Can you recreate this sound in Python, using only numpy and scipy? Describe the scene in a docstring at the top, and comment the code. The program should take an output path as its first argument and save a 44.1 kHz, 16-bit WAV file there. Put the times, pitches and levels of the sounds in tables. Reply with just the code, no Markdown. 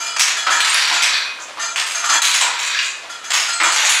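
"""The levers and heddle frames of a handloom clack and chatter, one pick about every second and a half.
Each impact excites damped modes: the beater knocks the wooden frame and sets the steel reed ringing.
The shuttle rattles along the race, which sings by resonance, and bumps into its box. Wires scrape
and tick. The hard walls of the workshop add reverberation, over a steady wash of noise."""
import sys
import numpy as np
from scipy import signal
from scipy.io import wavfile
from scipy.ndimage import uniform_filter1d

SR = 44100
rng = np.random.default_rng(int(sys.argv[2]) if len(sys.argv) > 2 else 0)


def put_to_file(sound):
    """Save the sound as 16-bit audio at rate SR, in the file named by the first command-line argument."""
    columns = np.atleast_2d(sound).T  # one column per channel
    safe = np.clip(columns, -1, 1)
    whole_steps = np.round(safe * 32767)
    wavfile.write(sys.argv[1], SR, whole_steps.astype(np.int16))


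N = 176400

# Impacts of levers and heddle frames: t/s, level/dB, chatter decay/s, treble tilt/(dB per octave)
LEVER_CLACKS = [(.162, -11, 0.04, -9.5), (.194, -4.5, 0.022, -1.5), (0.276, -10.5, 0.043, -5.5),
                (.602, -8, 0.015, -4.5), (.646, -6.5, 0.07, -5.5), (.743, -3, 0.19, -5.5),
                (1.022, -7.5, 0.037, -4.5), (1.759, -7.5, 0.037, -8), (1.795, -14.5, .03, -2.5),
                (1.864, -14.5, 0.082, -2.5), (2.218, -4.5, 0.083, -1.5), (2.341, -6, .037, -4),
                (2.4096, -6, 0.026, -4), (2.589, -13, 0.04, -5), (3.304, -8.5, .035, -5.5),
                (3.3338, -4, 0.079, -4), (3.722, -10, 0.029, -4.5), (3.76, -5.5, 0.11, -5),
                (3.893, -6, 0.058, 1.5)]
# Spectral envelope of a clack: f/Hz, level/dB
CLACK_SPECTRUM = [(70, -83), (400, -32.5), (950, -7), (2800, 2.5), (5000, -3.5), (7300, 1), (8800, -6),
                  (15500, -26)]
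# Modes of the levers and rods: f/Hz, level/dB, T60/s
ROD_MODES = [(2333, 0.5, 0.13), (3430, -1, .2), (4830, -9, 0.27), (5910, 0.5, 0.11), (6640, 6.5, 0.23),
             (7484, -3, 0.13)]


def levers():
    """Impact excitation: each clack rings the modes of the rods and clinks a few small fittings."""
    out = np.zeros(N)
    for s, db, decay_s, tilt_db in LEVER_CLACKS:
        hit = amp(db) * impact(decay_s, crack_db=-8, crack_s=0.01, per_s=1000, spread_db=2.8)
        clink = through(hit, jangle(low_hz=3967, high_hz=14460, t60=0.0083, count=7))
        body = through(hit + amp(-2.5) * clink, colour(CLACK_SPECTRUM, tilt_db))
        rods = through(hit, ring(ROD_MODES, uneven_db=10))
        add(out, s, amp(23) * body + amp(13) * rods)
    return out


# Knocks of the beater: t/s, level/dB, f/Hz of the struck spot
BEATER_KNOCKS = [(.465, -4.5, 1400), (.511, -7.5, 1690), (.905, -12.5, 1010), (1.385, -23, 1430),
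                 (1.478, -25, 670), (1.57, -19, 1230), (2.029, -13, 1350), (2.088, -10.5, 1310),
                 (2.125, -10, 1720), (2.41, -8, 1026), (2.463, -14, 1390), (3.03, -23.5, 670),
                 (3.339, -16, 1260), (3.6, -3.5, 2160), (3.635, -6.5, 1390), (3.665, -11.5, 1080),
                 (3.829, -12.5, 970)]
# Spectral envelope of a knock: f/Hz, level/dB
KNOCK_SPECTRUM = [(70, -84), (230, -40), (330, -19.5), (520, -15), (1000, 0.5), (5000, -8), (14000, -21)]
# Modes of the frame: f/Hz, level/dB, T60/s
FRAME_MODES = [(333, -7, 0.19), (953, 1, 0.39)]


def beater():
    """Damped resonance of wood: a knock excites the frame's modes and a broad peak of the struck spot."""
    drive, spots = np.zeros((2, N))
    for s, db, hz in BEATER_KNOCKS:
        hit = impact(decay_s=0.024, crack_db=1, crack_s=0.0046, per_s=1200, spread_db=2.5, rise_s=0.008)
        add(drive, s, amp(db) * hit)
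        add(spots, s, amp(db) * resonate(hit, hz, q=3.6))
    body = amp(21.5) * through(drive, colour(KNOCK_SPECTRUM))
    frame = amp(12.5) * through(drive, ring(FRAME_MODES))
    lowpass = signal.butter(2, 5000, fs=SR, output="sos")
    return signal.sosfilt(lowpass, body + frame + amp(16) * spots)


# Jolts of the steel reed: t/s, level/dB, f/Hz most strongly excited
REED_JOLTS = [(0, -13, 4870), (0.056, -14.5, 3400), (.366, -10.5, 3460), (0.5016, -5, 7000),
              (.926, -9.5, 7100), (1.5924, -12.5, 6150), (1.616, -16, 6260), (1.945, -10.5, 6300),
              (2.0404, -9.5, 6800), (2.0902, -3, 6600), (2.125, -7, 3400), (3.0928, -18.5, 3380),
              (3.238, -17.5, 5940), (3.48, -9.5, 4270), (3.635, -5, 7130)]
# Modes of the reed: f/Hz, level/dB, T60/s
REED_MODES = [(1301.4, -1.5, 0.6), (1384, 1.5, 0.22), (1792, -2.5, 0.23), (2386, -3, 0.45),
              (3347, 1.5, 0.17), (4200, -2.5, .2), (4995, -1.5, 0.21), (6252, -1, 0.17), (6460, -0.5, 0.17),
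              (7040, -1, 0.25), (7300, -0.5, 0.15), (7900, -5, 0.28)]
# Spectral envelope of the rasp: f/Hz, level/dB
RASP_SPECTRUM = [(90, -61), (700, -1), (1350, 3), (6300, -2), (11000, -13.5), (15500, -43)]
FAVOUR_DB, FAVOUR_OCTAVES = 7, 0.22  # height and width of the boost around a jolt's frequency
RASP_GROWTH = 0.99  # dB of rasp per dB of jolt


def reed():
    """Free vibration of steel: a jolt rings the reed's modes while its many wires rasp in their slot."""
    drive, ringing = np.zeros((2, N))
    for s, db, favoured_hz in REED_JOLTS:
        hit = impact(decay_s=0.044, crack_db=-2, crack_s=0.013, per_s=2500, spread_db=4.5, rise_s=0.0016)
        modes = []
        for hz, mode_db, t60 in REED_MODES:
            nearness = np.exp(-(np.log2(hz / favoured_hz) / FAVOUR_OCTAVES) ** 2)
            modes.append((hz, mode_db + FAVOUR_DB * nearness, t60))
        add(drive, s, amp(RASP_GROWTH * db) * hit)
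        add(ringing, s, amp(db) * unit(through(hit, ring(modes, count=5))))
    wires = through(drive, jangle(low_hz=598.7, high_hz=15390, t60=0.15, count=90))
    rasp = through(amp(10.5) * drive + amp(16) * wires, colour(RASP_SPECTRUM))
    return rasp + amp(21.5) * ringing


# Envelope of the shuttle's run: t/s, level/dB
SHUTTLE_RUN = [(.48, -47), (.62, -28), (.9, -24), (1.179, -22.5), (1.3, -37.5), (1.42, -72), (2.17, -50),
               (2.27, -21.5), (2.5, -28.5), (2.681, -23), (2.86, -27.5), (2.95, -46), (3.58, -49),
               (3.8, -20.5)]
# Spectral envelope of its rattle: f/Hz, level/dB
RATTLE_SPECTRUM = [(90, -67), (1000, -1), (1700, 5), (4200, 6), (5300, -3), (7200, -4), (15500, -37)]
# Bumps into the shuttle box: t/s, level/dB, chatter decay/s, f/Hz of the struck spot
BOX_BUMPS = [(1.133, -8, 0.048, 4100), (2.244, -6, 0.098, 2900), (2.745, -8, .02, 1650),
             (2.767, -13.5, 0.043, 1540), (2.788, -5, 0.02, 2660)]
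# Spectral envelope of a bump: f/Hz, level/dB
BUMP_SPECTRUM = [(140, -45), (2000, -1.5), (4300, 10.5), (7300, -5), (14000, -44)]


def shuttle():
    """Random impact excitation: the shuttle rattles along the race, then bumps into its box."""
    envelope = np.sqrt(N) * amp(np.interp(np.arange(N) / SR, *np.transpose(SHUTTLE_RUN)))
    rattle = smear(unit(clicks(N, per_s=1500, spread_db=2.5)) * envelope, decay_s=0.00068)
    bumps, spots = np.zeros((2, N))
    for s, db, decay_s, hz in BOX_BUMPS:
        hit = impact(decay_s, crack_db=1.5, crack_s=0.0087, per_s=700, spread_db=3.5)
        add(bumps, s, amp(db) * hit)
        add(spots, s, amp(db) * resonate(hit, hz, q=3.5))
    running = amp(1.5) * through(rattle, colour(RATTLE_SPECTRUM)) + race(rattle)
    box = amp(16.5) * through(smear(bumps, decay_s=0.0017), colour(BUMP_SPECTRUM))
    return running + box + amp(18) * spots


def race(rattle, hz=2506, t60=0.59, waver_hz=13.6):
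    """Energy storage in a resonator: the race gathers the rattle and radiates one wavering note."""
    retained = amp(-120 / t60 / SR)  # fraction of energy left after one sample
    amplitude = np.sqrt(signal.lfilter([1 - retained], [1, -retained], rattle ** 2))
    waver = unit(uniform_filter1d(rng.standard_normal(N), size=300)) * np.sqrt(N)
    phase = 2 * np.pi * np.cumsum(hz + waver_hz * waver) / SR
    return amp(-4.5) * amplitude * np.sin(phase)


# Scrapes of the heddle wires: t/s, level/dB, duration/s, f/Hz
HEDDLE_SCRAPES = [(0.196, -4.5, 0.06, 5900), (1.018, -11.5, 0.062, 5600), (1.393, -21.5, 0.067, 6680),
                  (2.623, -12, 0.08, 7040), (2.791, -12.5, 0.13, 6960), (3.341, -11, 0.098, 5900),
                  (3.838, -4, 0.05, 6850)]


def heddles():
    """Friction noise: wires slide past each other in a gritty swish that swells and drops."""
    out, t = np.zeros(N), np.arange(SR // 4) / SR
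    for s, db, length_s, hz in HEDDLE_SCRAPES:
        swell = np.sin(np.pi * np.minimum(t / length_s, 1))
        grit = swell * clicks(len(t), per_s=1500, spread_db=3.5)
        add(out, s, amp(db + 19.5) * resonate(grit, hz, q=3.8))
    return out


# Ticks of loose wires: t/s, level/dB, f/Hz, T60/s
WIRE_TICKS = [(.697, -11.5, 8500, 0.049), (.7435, -7.5, 10380, 0.012), (3.535, -20, 8005, 0.97),
              (3.635, -3.5, 7670, 0.0074)]


def loose_wires():
    """Damped harmonic motion: each wire ticks with one high, exponentially decaying note."""
    out, t = np.zeros(N), np.arange(SR // 4) / SR
    for s, db, hz, t60 in WIRE_TICKS:
        add(out, s, amp(db - 60 * t / t60) * np.sin(2 * np.pi * hz * t))
    return out


# Reverberation time of the workshop: f/Hz, T60/s
ROOM_DECAY = [(500, 0.84), (4000, 0.54), (8000, 0.51), (15000, 0.14)]


def room(x):
    """Diffuse reverberation: dense reflections build up, then each band decays at its own rate."""
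    hz, t, bands = signal.stft(rng.standard_normal(SR * 2 // 3), SR, nperseg=256)
    decay = amp(-60 * t / read(ROOM_DECAY, hz)[:, None])
    tail = signal.istft(bands * decay, SR, nperseg=256)[1]
    build_up = 1 - np.exp(-np.arange(len(tail)) / SR / 0.01)
    return through(x, unit(tail * build_up))


# Spectral envelope of the workshop background: f/Hz, level/dB
BACKGROUND_SPECTRUM = [(30, -13), (95, 0), (150, -10.5), (800, 1), (3000, -0.5), (10000, -16), (15500, -39)]


def background():
    """Stationary filtered noise: the steady wash of the workshop."""
    return amp(-37.5) * through(rng.standard_normal(N), colour(BACKGROUND_SPECTRUM))


def impact(decay_s, crack_db, crack_s, per_s, spread_db, rise_s=0.00061):
    """Transient excitation: a short crack, then loose parts chatter and settle."""
    t = np.arange(SR // 3) / SR
    crack = unit(rng.standard_normal(len(t)) * np.exp(-t / crack_s))
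    settling = np.exp(-(t / (1.44 * decay_s)) ** 1.65)
    chatter = unit(clicks(len(t), per_s, spread_db) * settling)
    return unit((amp(crack_db) * crack + chatter) * (1 - np.exp(-t / rise_s)))


def clicks(samples, per_s, spread_db):
    """Poisson process: small independent impacts of uneven size."""
    size = amp(spread_db * np.minimum(rng.exponential(1, samples), 4))
    return size * rng.choice([-1, 1], samples) * (rng.random(samples) < per_s / SR)


def ring(modes, uneven_db=0, count=3):
    """Modal superposition: decaying clusters of close, beating partials; uneven_db varies their levels."""
    t = np.arange(SR // 2) / SR
    out = np.zeros(len(t))
    for hz, db, t60 in modes:
        cluster_hz = hz * (1 + 0.00704 * np.linspace(-1, 1, count)[:, None])
        sines = rng.choice([-1., 1.], count) @ np.sin(2 * np.pi * cluster_hz * t)
        out += amp(db + uneven_db * rng.uniform(-1, 1) - 60 * t / t60) * sines
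    return unit(out * (1 - np.exp(-t / 0.00034)))


def jangle(low_hz, high_hz, t60, count):
    """Inharmonic ringing: small steel parts, each with its own natural frequency."""
    t = np.arange(SR // 3) / SR
    hz = low_hz + (high_hz - low_hz) * (np.arange(count) + rng.random(count)) / count
    partials = np.sin(2 * np.pi * (hz[:, None] * t + rng.random((count, 1))))
    return unit(partials.sum(0) * amp(-60 * t / t60))


def smear(x, decay_s):
    """Modal overlap: the dense, quick ringing of wood spreads each click into a noise burst."""
    t = np.arange(2048) / SR
    return through(x, unit(rng.standard_normal(len(t)) * np.exp(-t / decay_s)))


def resonate(x, hz, q):
    """Band-pass resonance, applied twice for steep skirts and scaled to unit energy."""
    b, a = signal.iirpeak(hz, q, fs=SR)
    return unit(signal.lfilter(b, a, signal.lfilter(b, a, x)))


def colour(spectrum, tilt_db=0, size=4096):
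    """Minimum-phase impulse response of a spectrum, tilted by tilt_db per octave above about 1500 Hz."""
    hz = abs(np.fft.fftfreq(size, 1 / SR))
    log_gain = np.log(amp(read(spectrum, hz) + tilt_db * np.log2(1 + hz / 1500)))
    transfer = np.exp(np.conj(signal.hilbert(log_gain)))
    return unit(np.fft.ifft(transfer).real[:size // 2])


def through(x, response):
    """Convolution with an impulse response, cut to the input's length."""
    return signal.fftconvolve(x, response)[:len(x)]


def add(mix, s, sound):
    """Superposition of a sound on the mix, starting at s seconds."""
    part = mix[max(round(s * SR), 0):][:len(sound)]
    part += sound[:len(part)]


def read(points, hz):
    """Interpolation on a log-frequency axis."""
    f, value = np.transpose(points)
    return np.interp(np.log(hz + 1), np.log(f), value)


def unit(x):
    """Normalisation to unit energy."""
    return x / np.sqrt(np.sum(x ** 2) + 1e-20)


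def amp(db):
    """Amplitude ratio of a level in decibels."""
    return 10 ** (np.asarray(db) / 20)


def scene():
    """Superposition of direct and reverberant sound: each part has its own room response."""
    parts = [levers(), beater(), reed(), heddles(), shuttle(), loose_wires()]
    loom = sum(part + amp(-4) * room(part) for part in parts)
    return (loom + background())[None]


# A brief dip in the overall level: t/s, level/dB
LEVEL_DIP = [(2.185, -0.5), (2.208, -6.5), (2.216, -10.5), (2.221, -1.5)]


def record(dry, threshold_db=-11, recovery_db_per_s=120, cutoff_hz=15800):
    """Compression holds down loud blows and the level dips once; soft clipping and band limits follow."""
    t = np.arange(N) / SR
    power_db = 10 * np.log10(abs(uniform_filter1d(dry[0] ** 2, size=300)) + 1e-12)
    recovery_db = recovery_db_per_s * t
    peak_db = np.maximum.accumulate(power_db + recovery_db) - recovery_db
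    reduction_db = 0.26 * uniform_filter1d(np.maximum(peak_db - threshold_db, 0), size=100)
    dip_db = np.interp(t, *np.transpose(LEVEL_DIP))
    clipped = np.tanh(dry * amp(dip_db - reduction_db))
    thinned = signal.sosfilt(signal.butter(2, 190, "highpass", fs=SR, output="sos"), clipped)
    lowpass = signal.firwin(511, cutoff_hz, window=("kaiser", 9), fs=SR)
    return signal.oaconvolve(thinned, lowpass[None], "same")


dry = scene()
out = record(dry)
put_to_file(out)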